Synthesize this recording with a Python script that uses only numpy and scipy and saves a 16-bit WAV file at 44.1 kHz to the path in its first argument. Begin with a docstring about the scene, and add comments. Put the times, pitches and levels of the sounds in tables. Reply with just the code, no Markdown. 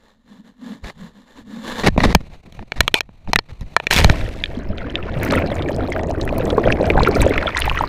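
"""Diver's camera entering the sea

A camera in a plastic housing rubs on a wetsuit, knocks against gear as the diver walks to the
boat's stern, then slaps into the water. Friction makes the hiss; blows ring the housing's modes.
Below the surface it is muffled, then a cloud of pulsating air bubbles churns and bursts around it."""
import sys
import numpy as np
from scipy import signal
from scipy.fft import rfft, irfft, next_fast_len
from scipy.io import wavfile
from scipy.ndimage import map_coordinates

SR = 44100
rng = np.random.default_rng(int(sys.argv[2]) if len(sys.argv) > 2 else 0)


def generate_wav(sig):
    """Save sig (samples, or channels by samples) to the path in sys.argv[1] as 16-bit PCM at SR."""
    pcm = np.round(np.clip(np.atleast_2d(sig).T, -1, 1) * 32767).astype(np.int16)
    wavfile.write(sys.argv[1], SR, pcm)


N = 347508
TIME = np.arange(N) / SR
STANDS_S, CONTACT_S, SUBMERGED_S, ENGULFED_S = 1.86, 3.906, 4.0, 5.13


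def amp(db):
    """Decibels to gain."""
    return 10 ** (np.asarray(db) / 20)


def unit(x):
    """Scale to rms 1."""
    return x / np.sqrt(np.mean(x ** 2) + 1e-20)


def between(start_s, end_s, fade_s):
    """Gate with linear edges."""
    return np.clip(np.minimum(TIME - start_s, end_s - TIME) / fade_s + .5, 0, 1)


def dying(start_s, t60_s):
    """Full gain until start_s, then exponential decay."""
    return amp(-60 * np.clip((TIME - start_s) / t60_s, 0, 2))


def swells(rows):
    """Gain of bell-shaped (centre s, length s, dB) movements; powers add."""
    power = np.zeros(N)
    for centre_s, length_s, db in rows:
        near = slice(*np.searchsorted(TIME, [centre_s - 2 * length_s, centre_s + 2 * length_s]))
        power[near] += (amp(db) * np.exp(-(2 * (TIME[near] - centre_s) / length_s) ** 2)) ** 2
    return np.sqrt(power)


def wobble(rate_hz):
    """Smooth random curve, rate_hz knots a second."""
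    return map_coordinates(rng.standard_normal(int(N * rate_hz / SR) + 4), [TIME * rate_hz])


def add(track, start_s, sound):
    """Mix a sound into a track."""
    part = track[round(start_s * SR):][:len(sound)]
    part += sound[:len(part)]


def filtered(x, response):
    """Apply a response given as a function of Hz."""
    size = next_fast_len(N + 8192)
    return irfft(rfft(x, size) * response(np.fft.rfftfreq(size, 1 / SR)), size)[:N]


def coloured(x, spectrum):
    """Shape by (Hz, dB) points, at rms 1."""
    points_hz, db = np.transpose(spectrum)
    return unit(filtered(x, lambda hz: amp(np.interp(np.log(hz + 1), np.log(points_hz), db))))


def noise(spectrum, grain_db=0, grain_hz=500):
    """Coloured noise, clumped by grain_db."""
    return coloured(rng.standard_normal(N) * amp(grain_db * wobble(grain_hz)), spectrum)


def resonant(x, modes):
    """Pass through (Hz, width Hz, dB) resonances, at rms 1."""
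    def response(hz):
        return sum(amp(db) * 1j * hz * width_hz / (mode_hz ** 2 - hz ** 2 + 1j * hz * width_hz)
                   for mode_hz, width_hz, db in modes)
    return unit(filtered(x, response))


def ringing(modes, t, extra_db, detune):
    """One blow on (Hz, dB, t60 s) modes, at peak 1; the grip detunes them each time."""
    hz, db, t60_s = np.transpose(modes)
    hz = hz * (1 + detune * rng.standard_normal(len(hz)))
    gain = amp(db + extra_db + 2 * rng.standard_normal(len(hz))) * (-1) ** np.arange(len(hz))
    ring = gain @ (amp(-60 * t / t60_s[:, None]) * np.sin(2 * np.pi * hz[:, None] * t))
    return ring / np.abs(ring).max()


def scattered(x, share, t60_s):
    """Add brief random echoes from bubbles and the housing."""
    t = np.arange(SR // 40) / SR
    tail = rng.standard_normal(len(t)) * amp(-60 * t / t60_s)
    tail *= share / np.linalg.norm(tail)
    tail[0] += 1
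    return signal.fftconvolve(x, tail)[:len(x)] / np.hypot(1, share)


def pulsation(cycle, life_cycles, rise, onset_cycles):
    """Damped sine of a bubble or thud: swells, glides up by rise, falls 60 dB in life_cycles."""
    wave = np.sin(2 * np.pi * cycle * (1 + rise * cycle / life_cycles))
    return wave * amp(-60 * cycle / life_cycles) * (1 - np.exp(-cycle / onset_cycles))


def swarm(per_s, pitch_hz, spread, life_cycles, size_db, samples):
    """Random bubbles at rms 1: log-normal pitches, many faint, a few strong."""
    when, size, damping = np.hsplit(rng.random((int(per_s * N / SR), 3)), 3)
    hz = np.clip(pitch_hz * np.exp(spread * rng.standard_normal(when.shape)), 60, 15000)
    strength = amp(size_db * np.minimum(-np.log(1 - size), 3.5))
    cycle = hz * np.arange(samples) / SR
    waves = strength * pulsation(cycle, life_cycles * (.5 + damping), rise=0.054, onset_cycles=0.66)
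    at = (when * N).astype(int) + np.arange(samples)
    return unit(np.bincount(at.ravel(), waves.ravel(), N)[:N])


def around(**bubbles):
    """Six swarms around the housing, each heard by its own path."""
    return unit(sum(scattered(swarm(**bubbles), share=2.6, t60_s=0.0088) for _ in range(6)))


def deck_air():
    """Faint open air, and gear rustling as the diver shuffles to the stern."""
    # Air and rustle spectrum. Each row: frequency in Hz, density in dB.
    spectrum = [(76, -36), (130, -8), (162, -5.5), (194, -11.5), (418, -18.5), (720, -16.5), (1400, -27.5),
                (1610, -30.5), (2410, -23), (3300, -32.5), (4100, -27.5), (5100, -41.5), (6200, -37.5),
                (7600, -43), (12600, -52.5), (15100, -49.5), (16000, -78.5)]
    # Rustles. Each row: centre in seconds, length in seconds, level in dB.
    rustles = [(2.04, 0.32, -41.5), (2.3, 0.19, -48.5), (2.46, 0.067, -52), (2.56, 0.089, -46.5),
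               (2.83, 0.21, -42), (3.14, .07, -57), (3.32, 0.15, -49), (3.53, 0.17, -52), (3.71, 0.22, -48),
               (3.85, 0.15, -45)]
    gain = np.hypot(swells(rustles), amp(-59.5))
    return gain * noise(spectrum, grain_db=4, grain_hz=120) * between(STANDS_S, SUBMERGED_S, 0.035)


def sway():
    """Slow pressure swings as the housing is shoved through air or water."""
    # Pressure spectrum. Each row: frequency in Hz, density in dB.
    spectrum = [(12, -4), (28, -4), (50, -6.5), (90, -11), (150, -18.5), (400, -48), (900, -110)]
    # Shoves. Each row: centre in seconds, length in seconds, level in dB.
    shoves = [(0.85, 0.036, -28), (1.02, 0.16, -44.5), (1.45, 0.21, -47.5), (1.73, 0.17, -39),
              (1.91, 0.13, -18.5), (2.06, 0.1, -11), (2.16, 0.023, -9), (2.2, .06, -25), (2.3, .12, -37),
              (2.6, 0.057, -29.5), (2.815, .08, -19.5), (2.92, 0.13, -37), (3.29, 0.048, -19.5),
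              (3.375, 0.053, -23.5), (3.515, 0.054, -28.5), (3.63, 0.062, -23.5), (3.78, 0.16, -42),
              (4.04, 0.16, -11), (4.22, 0.15, -21), (4.71, 0.046, -19.5), (5.18, 0.032, -21),
              (6.3, .2, -24), (6.69, 0.056, -13), (6.98, .11, -13), (7.22, 0.089, -10.5),
              (7.36, 0.092, -19), (7.71, 0.2, -21.5)]
    seated_db, walking_db, adrift_db = -63, -45.5, -29.5
    rest_db = np.select([TIME < STANDS_S, TIME < CONTACT_S], [seated_db, walking_db], adrift_db)
    return np.hypot(swells(shoves), amp(rest_db)) * noise(spectrum)


def wetsuit():
    """Neoprene hisses over the housing and stirs the hollow between them; each stroke resizes it."""
    # Broad housing resonances under the suit. Each row: frequency in Hz, density in dB.
    spectrum = [(230, -5), (330, 2.5), (510, 3.5), (700, -5.5), (1000, -3), (1350, -7), (1800, 0),
                (2300, -12.5), (3100, -9.5), (4000, -6.5), (5100, -20.5), (7200, -17), (9000, -28),
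                (13000, -28.5), (16000, -38)]
    # Strokes. Each row: centre and length in seconds, hiss and hollow in dB, hollow pitch in Hz.
    strokes = [(0.07, 0.14, -56, -73, 221), (0.333, 0.13, -52.5, -44.5, 220.3),
               (0.401, 0.035, -62, -40.5, 230.5), (0.48, 0.083, -52.5, -43, 229.6),
               (0.695, .14, -41, -31.5, 238), (0.876, 0.068, -37, -41, 202.3),
               (1.036, 0.12, -44.5, -37.5, 188.8), (1.19, 0.11, -52, -45.5, 217),
               (1.306, 0.099, -50, -58, 240.4), (1.39, 0.065, -43.5, -39.5, 255.6),
               (1.552, 0.14, -42, -33, 223.5), (1.702, 0.14, -29, -31, 245),
               (1.799, 0.073, -25.5, -32, 227)]
    creep_hiss_db, creep_hollow_db = -69, -62  # the suit never lies quite still
    centre_s, length_s, hiss_db, hollow_db, hollow_hz = np.transpose(strokes)
    phase = 2 * np.pi * np.cumsum(np.interp(TIME, centre_s, hollow_hz)) / SR
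    flutter = lambda: unit(filtered(rng.standard_normal(N), lambda hz: 1 / (1 + (hz / 44) ** 3)))
    hollow = flutter() * np.cos(phase) + flutter() * np.sin(phase)
    hiss = scattered(noise(spectrum, grain_db=2.5), share=0.4, t60_s=0.014)
    hiss_gain = np.hypot(swells(zip(centre_s, length_s, hiss_db)), amp(creep_hiss_db))
    hollow_gain = np.hypot(swells(zip(centre_s, length_s, hollow_db)), amp(creep_hollow_db))
    return (hiss_gain * hiss + hollow_gain * hollow) * between(-1, STANDS_S, 0.016)


def scuffs():
    """Short gritty drags over the gear shake the housing."""
    # Friction spectrum. Each row: frequency in Hz, density in dB.
    spectrum = [(240, -34.5), (400, -1.5), (964, -3), (1530, -8), (1870, -1.5), (3210, -15.5), (3750, -10),
                (8630, -30), (12500, -36), (16000, -55.5)]
    # Drags. Each row: start in seconds, length in seconds, grit in dB, shudder in dB.
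    drags = [(0.839, 0.071, -39.5, -42), (1.835, 0.055, -22.5, -19), (1.863, 0.02, -12.5, -15.5),
             (1.98, 0.15, -28.5, -20.5), (2.034, 0.026, -18.5, -17.5), (2.205, 0.0095, -42, -34),
             (2.234, 0.01, -51, -43), (2.297, 0.017, -53, -46), (2.452, .04, -61, -42.5),
             (2.329, 0.025, -44.5, -52), (2.59, 0.047, -52, -36.5), (2.759, 0.03, -36, -41.5),
             (3.284, 0.018, -40.5, -25.5), (3.488, 0.029, -46.5, -52), (3.612, 0.022, -49, -39.5)]
    grit = noise(spectrum, grain_db=3.5)
    shudder = noise([(30, -14), (70, -15), (220, 5.5), (400, -8), (800, -18), (2000, -81.5)])
    return sum(between(at_s, at_s + length_s, 0.002) * (amp(grit_db) * grit + amp(shudder_db) * shudder)
               for at_s, length_s, grit_db, shudder_db in drags)


def skid():
    """A buckle skids over the housing: stick and slip drives a few modes, hardest at the first bite."""
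    start_s, length_s, slide_db, bite_db = 2.952, 0.039, -25.5, -15.5
    # Driven modes. Each row: frequency in Hz, width in Hz, gain in dB.
    modes = [(861, 250, -5), (2385, 69, 4.5), (2800, 120, -14), (3550, 174, -13.5),
             (4100, 140, -12.5), (6470, 630, -24)]
    slips = noise([(300, 0), (2500, 0), (6000, -4), (15000, -12.5)], grain_db=4, grain_hz=1400)
    pressure = np.hypot(amp(slide_db), amp(bite_db) * dying(start_s, t60_s=.04))
    return pressure * resonant(slips, modes) * between(start_s, start_s + length_s, .005)


def knocks():
    """Blows crack, thud and ring the housing, favouring modes near the contact pitch."""
    # Housing modes. Each row: frequency in Hz, gain in dB, t60 in seconds.
    modes = [(444.4, -0.5, 0.014), (648, -1.5, .02), (940, 3, 0.012), (1342, -1.5, 0.009),
             (1856, -1.5, 0.012), (1840, -31.5, .08), (2358, -1.5, 0.013), (3030, -6.5, 0.014),
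             (3343, -5, 0.01), (4110, -2, 0.011), (5280, -5, .005), (6710, -4.5, 0.0033)]
    # Blows. Each row: start in seconds, relative level in dB, contact in Hz, thud and treble in dB.
    blows = [(1.883, -8, 1634, 5, -18), (1.977, -1, 830, 0.5, -50), (2.003, -9, 1690, -13, -28),
             (2.037, -4.5, 926, -20, -27), (2.148, 9, 1086, -4.5, -7.5), (2.523, -35, 3330, 1, -6),
             (2.591, -24.5, 799, -17, -47), (2.625, -30, 708, -12, -56), (2.719, -11.5, 2570, -17, -26),
             (2.805, 8, 1720, -33, -10), (2.878, 0, 3270, -24, -18), (2.941, 5.5, 2570, -34.5, -10.5),
             (3.006, -5.5, 2560, -41, -10.5), (3.09, -35.5, 698, 5, -60), (3.274, -25.5, 957, -3, -45.5),
             (3.332, 1.5, 895, -37, -9.5), (3.358, 7, 1760, -19.5, -18), (3.388, -3.5, 4300, -38, -22),
             (3.609, -30.5, 915, 3.5, -7), (3.764, 5, 1510, -24.5, -32), (3.799, -11.5, 2440, -24, -43),
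             (3.868, -4, 2330, -41, -25), (3.909, -1, 1760, -33, -14), (3.935, -11.5, 2240, -7, 7),
             (3.962, -3.5, 3460, -4, -2), (3.986, -3.5, 1900, -8, -6), (4.012, -8, 1850, -7, -35),
             (4.044, 2.5, 790, -14, -16.5), (4.097, 0, 1760, -12, -23)]
    out, t = np.zeros(N), np.arange(SR // 8) / SR
    hz = np.transpose(modes)[0]
    for start_s, db, contact_hz, thud_db, treble_db in blows:
        favour_db = 8 * np.exp(-(np.log(hz / contact_hz) / 0.31) ** 2)
        body_db = 0.094 * thud_db * (hz < 1200)
        hardness_db = 0.4 * (treble_db + 17) * np.maximum(np.log2(hz / 2000), 0)
        ring = ringing(modes, t, favour_db + body_db + hardness_db, detune=.035)
        ring = scattered(ring, share=.4, t60_s=.012)
        crack = amp(treble_db - 4 - 60 * t / 0.0043) * rng.standard_normal(len(t))
        thud = amp(thud_db + 0.5) * pulsation(190 * t, life_cycles=5.3, rise=0, onset_cycles=0.064)
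        add(out, start_s + .001, amp(db + 1.5) * (ring + crack + thud))  # 1 ms after the listed start
    return out


def heaves():
    """Heavy blows move the whole housing for a few low cycles."""
    # Blows. Each row: start in seconds, relative level in dB, pitch in Hz.
    blows = [(1.885, -9, 300), (1.964, -9, 324), (1.981, 0.5, 133), (2.1521, 6, 156), (2.802, -7.5, 44.7),
             (3.614, -16.5, 45.2), (4.0485, 3.5, 80), (4.101, 3.5, 84)]
    out, t = np.zeros(N), np.arange(SR // 8) / SR
    for start_s, db, hz in blows:
        add(out, start_s, amp(db + 5) * pulsation(hz * t, life_cycles=2.55, rise=0, onset_cycles=0.12))
    return out


def clinks():
    """Gear taps the submerged housing."""
    # Modes the water leaves ringing. Each row: frequency in Hz, gain in dB, t60 in seconds.
    modes = [(1790, -11.5, 0.015), (2440, -4, 0.01), (3100, 0.5, 0.011), (3560, -1, 0.0094),
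             (3870, -3.5, 0.007), (4600, -20, .01), (6600, -23, 0.005)]
    # Taps. Each row: start in seconds, level in dB.
    taps = [(4.4385, -3), (4.458, -15), (4.782, -17.5), (4.9551, -4)]
    out, t = np.zeros(N), np.arange(SR // 8) / SR
    attack = 1 - np.exp(-t / 0.00013)
    for start_s, db in taps:
        add(out, start_s, amp(db) * ringing(modes, t, extra_db=0, detune=0.045) * attack)
    return out


def splash():
    """Drops spatter the housing until it is under; their foam fades more slowly."""
    # Spray spectrum. Each row: frequency in Hz, density in dB.
    spectrum = [(240, -11), (400, -7), (994, -5.5), (1250, -11.5), (1930, -1.5), (2840, -4.5), (3640, -6.5),
                (5270, -12.5), (13500, -27.5), (15300, -32), (16000, -46)]
    spray = amp(-18) * dying(SUBMERGED_S, t60_s=0.15)
    foam = amp(-32.5) * dying(SUBMERGED_S, t60_s=1.55)
    return (spray + foam) * noise(spectrum, grain_db=5, grain_hz=610) * between(CONTACT_S, 4.6, 0.0045)


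def large_bubbles():
    """Large bubbles gurgle over a distant churn; the gurgle is dull until the cloud arrives."""
    # Housing response to large bubbles. Each row: frequency in Hz, gain in dB.
    response = [(35, -33), (60, -5.5), (82, -0.5), (152, -10.5), (296, -2), (470, -1), (649, 3.5), (738, 0),
                (907, -3.5), (1300, -1.5), (1690, -53), (2860, -120)]
    far_cutoff_hz = 760
    bubbles = swarm(per_s=750, pitch_hz=316, spread=0.697, life_cycles=9.8, size_db=4, samples=1800)
    near = coloured(bubbles, response)
    far = filtered(near, lambda hz: 1 / np.sqrt(1 + (hz / far_cutoff_hz) ** 10))
    engulfed = between(ENGULFED_S, 9, 0.11)
    gurgle = engulfed * near + (1 - engulfed) * far
    churn = noise([(40, -4), (85, 8.5), (140, 4), (220, 3.5), (420, -3), (640, 1.5), (850, -9.5),
                   (1400, -38), (4000, -100)], grain_db=3, grain_hz=40)
    return amp(2.5) * gurgle + amp(-2) * churn


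def small_bubbles():
    """Small bubbles chirp in clusters; countless others blur into froth."""
    # Froth spectrum. Each row: frequency in Hz, density in dB.
    spectrum = [(500, -33), (900, 8.5), (1300, 0), (1800, 6.5), (2500, 0.5), (3300, -11), (5000, -17),
                (9000, -40), (15000, -51)]
    clusters = unit(amp(2.55 * wobble(45)))
    chirps = around(per_s=55, pitch_hz=2009, spread=0.421, life_cycles=23.4, size_db=5, samples=700)
    froth = noise(spectrum, grain_db=5, grain_hz=220)
    return clusters * (amp(2) * chirps + amp(-1) * froth)


def fizz():
    """The finest bubbles ping, hiss and tick, with brief echoes."""
    # Housing response to ticks. Each row: frequency in Hz, gain in dB.
    response = [(2500, -57), (4000, 12), (6000, 1.5), (9000, -3), (15000, -1)]
    pings = around(per_s=20, pitch_hz=5600, spread=.42, life_cycles=22, size_db=7.5, samples=400)
    mist = noise([(3000, -42), (5500, -3.5), (9000, -3.5), (15000, -5)], grain_db=6.5, grain_hz=320)
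    tick_swarms = (swarm(per_s=40, pitch_hz=9000, spread=.4, life_cycles=6, size_db=9.5, samples=100)
                   for _ in range(4))
    ticks = sum(scattered(tick_swarm, share=0.8, t60_s=0.0026) for tick_swarm in tick_swarms)
    return amp(-1.5) * pings + amp(4.5) * coloured(ticks, response) + amp(-10) * mist


def cloud():
    """Bubbles of three sizes surround the housing; puffs of fine foam sweep over it."""
    # Cloud strength. Each row: time in seconds, large and small bubbles in relative dB.
    levels = [(4.12, -29, -36.5), (4.42, -39.5, -48), (4.8, -33.5, -43.5), (5.15, -31.5, -40.5),
              (5.36, -21.5, -38), (5.55, -27, -38), (6.25, -26, -47), (6.45, -23, -40.5), (6.8, -21, -38.5),
              (7.0, -22.5, -32), (7.3, -22, -30.5), (7.53, -35, -35.5), (7.88, -34.5, -34.5)]
    # Foam puffs. Each row: centre and length in seconds, small bubbles and fizz in relative dB.
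    puffs = [(5.264, 0.11, -26.5, -42.5), (5.364, .11, -24.5, -42.5), (5.57, 0.057, -50, -42),
             (5.89, 0.046, -54, -47.5), (6.41, 0.27, -42.5, -51), (7.194, 0.097, -31, -43),
             (7.667, 0.31, -28.5, -45.5)]
    fizz_db_per_db, lull_db = 0.54, -8
    times_s, *columns = np.transpose(levels)
    large_db, small_db = (np.interp(TIME, times_s, db) for db in columns)
    centre_s, length_s, puff_small_db, puff_fizz_db = np.transpose(puffs)
    excess_db = small_db - small_db[TIME > SUBMERGED_S].mean()
    fizz_db = -56 + fizz_db_per_db * excess_db + lull_db * (TIME < ENGULFED_S)
    small_gain = np.hypot(amp(small_db), swells(zip(centre_s, length_s, puff_small_db)))
    fizz_gain = np.hypot(amp(fizz_db), swells(zip(centre_s, length_s, puff_fizz_db)))
    bubbles = amp(large_db) * large_bubbles() + small_gain * small_bubbles() + fizz_gain * fizz()
    return bubbles * between(3.97, 9, 0.045)


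def glugs():
    """Large bubbles pinch off close by with a tick and ring briefly."""
    # Close bubbles. Each row: start in seconds, relative level in dB, initial pitch in Hz.
    bubbles = [(4.571, -18, 239), (4.697, -20.5, 198), (5.054, -20, 398), (5.162, -17.5, 128),
               (5.325, -12.5, 570), (5.361, -17, 510), (5.441, -14, 560), (5.517, -11, 558),
               (5.962, -19, 630), (6.106, -13, 670), (6.327, -14.5, 620), (6.403, -10.5, 516),
               (6.529, -9.5, 477), (6.579, -3.5, 426), (6.658, -7, 517), (6.674, -5, 610), (6.809, -8, 527),
               (6.83, -9, 597), (6.902, -10, 427), (6.975, -7, 790), (6.988, -6.5, 800), (7.006, -6, 1000),
               (7.03, -11.5, 485), (7.088, -6, 404), (7.12, -16, 780), (7.264, -3, 542), (7.307, -11, 420),
               (7.458, -11, 614), (7.678, -9, 830), (7.714, -12, 1040), (7.809, -6, 900),
               (7.838, -8.5, 1010)]
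    out, t = np.zeros(N), np.arange(SR // 20) / SR
    for start_s, db, hz in bubbles:
        tick = amp(-37 - 60 * t / .008) * signal.lfilter([.5], [1, -.6], rng.standard_normal(len(t)))
        ring = pulsation(hz * t, life_cycles=15.9, rise=0.034, onset_cycles=0.38)
        add(out, start_s, amp(db + 6) * (ring + tick))
    return out


def plinks():
    """Small bubbles burst and spatter against the housing."""
    # Bursts. Each row: start in seconds, relative level in dB, initial pitch in Hz.
    bursts = [(5.232, -15, 2140), (5.275, -19, 1860), (5.309, -10, 4050), (5.352, -11, 1860),
              (5.623, -15, 3360), (5.921, -14, 2010), (5.925, -21, 5200), (5.963, -8, 1500),
              (5.994, -14, 1880), (6.214, -14.5, 3940), (6.277, -12, 1850), (6.291, -15.5, 2280),
              (6.503, -7.5, 3400), (6.5812, -5, 1054), (6.640, -12, 1750), (6.676, -9.5, 1260),
              (6.684, -14.5, 2360), (6.703, -9, 1650), (6.724, -5.5, 2480), (6.7248, -18.5, 5730),
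              (6.902, -2.5, 2220), (6.978, -8, 1530), (7.033, -8, 4100), (7.049, -7, 2320),
              (7.153, -12, 4530), (7.217, -6.5, 2250), (7.218, -5.5, 8340), (7.379, -1.5, 2090),
              (7.569, -4, 1850), (7.57, -6, 3500), (7.62, -5, 2820), (7.697, -6, 2620), (7.774, -5, 1820)]
    out, t = np.zeros(N), np.arange(SR // 20) / SR
    for start_s, db, hz in bursts:
        ring = pulsation(hz * t, life_cycles=13.6, rise=0.081, onset_cycles=0.34)
        add(out, start_s, amp(db + 4.5) * scattered(ring, share=0.85, t60_s=0.022))
    return out


def scene():
    """Everything reaches one microphone inside the housing."""
    handling = wetsuit() + deck_air() + sway() + scuffs() + knocks() + heaves() + clinks() + skid()
    water = splash() + cloud() + glugs() + plinks()
    return (handling + water)[None]


def record(dry):
    """The hardest blows overload the microphone; the camera cuts the top of the band."""
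    top_hz = 15500
    clipped = dry[0] / (1 + np.abs(dry[0]) ** 8) ** (1 / 8)
    return filtered(clipped, lambda hz: 1 / np.sqrt(1 + (hz / top_hz) ** 200))[None]


dry = scene()
out = record(dry)
generate_wav(out)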